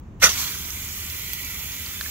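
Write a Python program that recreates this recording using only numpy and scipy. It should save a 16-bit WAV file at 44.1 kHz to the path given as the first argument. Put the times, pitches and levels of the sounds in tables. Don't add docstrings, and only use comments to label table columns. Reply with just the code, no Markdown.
import sys
import numpy as np
from scipy import signal
from scipy.fft import rfft, irfft
from scipy.io import wavfile
from scipy.ndimage import uniform_filter1d

SR = 44100
rng = np.random.default_rng(int(sys.argv[2]) if len(sys.argv) > 2 else 0)


def bounce(signal):
    frames = np.transpose(np.atleast_2d(signal))
    limited = np.clip(frames, -1, 1)
    pcm = np.round(limited * 32767).astype(np.int16)
    wavfile.write(sys.argv[1], SR, pcm)


def invert_db(level):
    return 10 ** (np.asarray(level, dtype=float) / 20)


N = 92610
TIME_S = np.arange(N) / SR
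HZ = np.fft.rfftfreq(N, 1 / SR)

# freq_hz, water_0_1, air_0_1, rumble_0_1
SHARED_POWER = [(30, 0.82, .97, 1), (69.5, 0.46, .97, 0.93), (150, 0.75, .97, 1), (300, 0.41, 0.91, 0.93),
                (550, 0.51, 0.78, 0.52), (880, 0.45, 0.56, 0.12), (2230, 0.87, 1, 0.13),
                (3700, 0.71, 0.27, 0.13), (7000, 0.16, 0.4, .2), (16000, 0.11, 0.81, .15)]
NOZZLE_LAG_S = 4 / 44100


def read(points, hz, count=1):
    table = np.array(points)
    return np.interp(np.log(hz + 1), np.log(table[:, 0] + 1), table[:, count])


def curve(points, count=1):
    table = np.array(points)
    return np.interp(TIME_S, table[:, 0], table[:, count])


def evened(x):
    return x / np.sqrt(np.mean(x ** 2) + 1e-20)


def coloured(x, gain):
    return irfft(rfft(x) * gain, N)


def left_right(left_db):
    return invert_db(np.array([[left_db], [0]]))


def pair(streams, share, lag_s):
    share = np.clip(share, 0, 1)
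    spectra = rfft(streams)
    left_delay = np.exp(-2j * np.pi * HZ * lag_s)
    common = spectra[0] * np.array([left_delay, np.ones(len(HZ))])
    return irfft(np.sqrt(share) * common + np.sqrt(1 - share) * spectra[1:], N)


def drops(per_s, spread_db, grain):
    hit = rng.random((3, N))
    size = rng.exponential(1, (3, N))
    noise = rng.standard_normal((3, N))
    clicks = (hit < per_s / SR) * np.sign(noise) * invert_db(spread_db * np.minimum(size, 4))
    grain = np.clip(grain, 0, 1)
    smooth = np.roll(noise, 999, axis=1)
    return np.sqrt(grain) * evened(clicks) + np.sqrt(1 - grain) * smooth


def patchy(x, patch_db, flicker_db, size=256):
    overlap = size * 3 // 4
    z = signal.stft(x, nperseg=size, noverlap=overlap)[2]
    a, b = rng.standard_normal((2,) + z.shape[:0:-1])
    patch = uniform_filter1d(uniform_filter1d(a, size=24, axis=0), size=3, axis=1)
    flicker = uniform_filter1d(uniform_filter1d(b, size=3, axis=0), size=30, axis=1)
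    z = z * invert_db(patch_db * evened(patch) + flicker_db * evened(flicker)).T
    return signal.istft(z, nperseg=size, noverlap=overlap)[1][:, :N]


def blended(x, tone, share):
    first = coloured(x, invert_db(read(tone, HZ, count=1)))
    second = coloured(x, invert_db(read(tone, HZ, count=2)))
    share = np.clip(share, 0, 1)
    return evened((1 - share) * first + share * second)


def rumble():
    # freq_hz, relative_db_per_hz
    tone = [(15, -19), (40, -7.5), (55, -6), (66, -1), (78, 2), (95, -6), (125, -10.5), (200, -13.5),
            (400, -23.5), (700, -33.5), (950, -33), (1300, -38), (2500, -45.5), (5000, -60.5), (7000, -55),
            (9000, -61), (16000, -70)]
    level_db, early_db, fade_s = -41.5, 3.5, 0.72
    x = pair(rng.standard_normal((3, N)), read(SHARED_POWER, HZ, count=3), 0)
    extra_db = early_db * np.exp(-TIME_S / fade_s)
    return evened(coloured(x, invert_db(read(tone, HZ)))) * invert_db(level_db + extra_db)


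def knocks():
    # start_s, level_db, rise_s
    hits = [(2.0107, -21.5, 0.00015), (2.0592, -10.5, 0.0015)]
    # freq_hz, relative_db, t60_s
    modes = [(1226, -21, 0.025), (1570, -4, 0.014), (1720, -1.5, 0.022), (2300, -10, 0.014),
             (3210, -7, 0.02), (4100, 1, 0.0085), (4700, -9, 0.0099), (7100, -5, .007), (10200, 4, .005),
             (14500, 3, 0.006)]
    out = np.zeros((2, N))
    phases_rad = rng.normal(0, 0.57, (len(hits), len(modes), 2, 1))
    for (start_s, level_db, rise_s), hit_phases in zip(hits, phases_rad):
        t = np.maximum(TIME_S - start_s, 0)
        for (hz, mode_db, t60_s), phase in zip(modes, hit_phases):
            soft = (1 - np.exp(-t / rise_s)) / (1 + (hz * rise_s / 2) ** 2)
            decay = invert_db(level_db + mode_db - 60 * t / t60_s)
            out += decay * soft * np.sin(2 * np.pi * hz * t + phase)
    return out * left_right(-4)


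def kick():
    # start_s, level_db, freq_hz, t60_s
    swings = [(0.29, -28.5, 79, 0.15), (.236, -24, 185.6, 0.13), (.228, -28, 500, 0.16)]
    out = np.zeros(N)
    for start_s, level_db, hz, t60_s in swings:
        t = np.maximum(TIME_S - start_s, 0)
        soft = 1 - np.exp(-t * hz)
        out += invert_db(level_db - 60 * t / t60_s) * soft * np.sin(2 * np.pi * hz * t)
    return out * left_right(-3)


def splats():
    # start_s, level_db, centre_hz, ring_cycles (to fall 13 dB)
    rings = [(.378, -24, 2800, 3), (.7053, -19, 6300, 5), (.888, -25, 6500, 5), (1.1005, -22, 5000, 4),
             (1.333, -21, 12800, 6), (1.3337, -11, 12300, 7), (1.3341, -21, 5400, 5),
             (1.3392, -21, 11800, 26), (1.4478, -23, 6800, 7), (1.4527, -19, 13500, 6),
             (1.6275, -23, 13000, 5), (1.7205, -24, 5300, 4), (1.8628, -21, 4700, 4)]
    left_lag_s, wander_rad = .4 / 44100, .28
    length = 600
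    out = np.zeros((2, N + length))
    t = np.arange(length) / SR
    late = t - np.array([[left_lag_s], [0]])
    shakes = rng.standard_normal((len(rings), 2, length))
    for (start_s, level_db, hz, cycles), shake in zip(rings, shakes):
        wander = wander_rad * np.cumsum(shake, axis=1) * np.sqrt(2 * np.pi * hz / SR)
        shape = np.minimum(t * hz * 2, 1) * np.exp(-1.5 * t * hz / cycles)
        ring = invert_db(level_db) * shape * np.sin(2 * np.pi * hz * late + wander)
        out[:, round(start_s * SR):][:, :length] += ring
    return out[:, :N] * left_right(-4)


def spray():
    # time_s, level_db, ringing_share_0_1
    course = [(.21, -77, .1), (.26, -37, 0.9), (.4, -27.5, 0.15), (.62, -33.5, 0.28), (1.0, -33.5, 0.65),
              (1.4, -33, 1), (1.75, -33.5, 0.72), (2.0, -34, 0.3), (2.1, -33, 0.6)]
    # freq_hz, plain_db_per_hz, ringing_db_per_hz (relative)
    tone = [(300, -3, -9.5), (710, -13.5, -13.5), (1510, 1, -5.5), (1610, -0.5, -15), (2007, -7, 8),
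            (2120, -2.5, 4.5), (2350, 2, 7), (2680, -5, 0), (3060, 0, 1.5), (3506, 3, 1.5),
            (3440, 2.5, -4.5), (4320, -5.5, -3), (5560, -3.5, -5), (8700, 1.5, 0), (12800, -1, -0.5),
            (16000, -0.5, 0)]
    x = pair(drops(per_s=2500, spread_db=3., grain=0.14), read(SHARED_POWER, HZ), NOZZLE_LAG_S)
    x = patchy(x, patch_db=0.96, flicker_db=0.65)
    x = patchy(x, patch_db=1.6, flicker_db=0.64, size=1024)
    x = blended(x, tone, curve(course, count=2))
    return x * invert_db(curve(course)) * (np.arange(N) > course[0][0] * SR)


def air():
    # time_s, level_db, froth_share_0_1
    course = [(.196, -70, 1), (.2, -47, 1), (.213, -39, 0.63), (.221, -24, 0), (.227, -17.5, 0),
              (.238, -12.5, 0), (.255, -15.5, 0.3), (.272, -20, 0.1), (.283, -26.5, 0), (.3, -22, 0.94),
              (.312, -28, 0.6), (.345, -32, 0.63), (.372, -36.5, 0.53), (.38, -28, 0.93), (.42, -31, 0.92),
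              (.52, -40.5, 0.77), (.65, -62, .7)]
    # freq_hz, air_db_per_hz, froth_db_per_hz (relative)
    tone = [(100, -8, -18), (186, -7, -19), (282, -14, -31), (526, 1.5, -18), (866, -6.5, -9.5),
            (1040, -2, -4), (1220, 4.5, -2.5), (1480, 8.5, -16), (1620, -3, -10), (1990, 7, -7),
            (2210, -3.5, 3), (2490, 5.5, -10.5), (2820, -3, 2), (3420, 2.5, -6), (3780, -2, -1),
            (5400, -4, -4.5), (5700, 0, 0.5), (7250, -4.5, -5), (9150, -3, -2.5), (11900, -9, -14),
            (16000, -7, -9)]
    grains = drops(per_s=3000, spread_db=-0.5, grain=0.15)
    x = pair(grains, read(SHARED_POWER, HZ, count=2), NOZZLE_LAG_S)
    x = patchy(x, patch_db=2.05, flicker_db=1.7)
    x = patchy(x, patch_db=2.04, flicker_db=0.8, size=1024)
    x = blended(x, tone, curve(course, count=2))
    return x * invert_db(curve(course)) * (TIME_S > course[0][0]) * (TIME_S < course[-1][0])


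def scene():
    return rumble() + knocks() + kick() + splats() + spray() + air()


def low_pass(x):
    return signal.sosfilt(signal.butter(12, 16900, fs=SR, output="sos"), x)


def record(dry):
    # freq_hz, left_db, right_db
    mic = [(60, -0.8, -0.5), (130, 0.5, -0.5), (504, -1, 0.5), (930, 3, 3), (1520, 1.5, 1), (1970, -0.5, 3),
           (5140, 2, 5.5), (6240, 3.5, 8), (7160, 6, 4.5), (7510, 4.5, -6), (9270, -8.5, -5.5),
           (10480, -4, 1), (12300, 1.5, 6.5), (15300, 1, 7)]
    edge_hz, edge_width_hz = 15755, 40
    gain = invert_db(np.array([read(mic, HZ, count=k) for k in (1, 2)]))
    edge = np.clip((edge_hz - HZ) / edge_width_hz + .5, 0, 1) ** 2
    overloaded = 1.605 * np.tanh(dry / 1.596)
    mix = coloured(overloaded, gain * edge)
    return low_pass(mix)


dry = scene()
out = record(dry)
bounce(out)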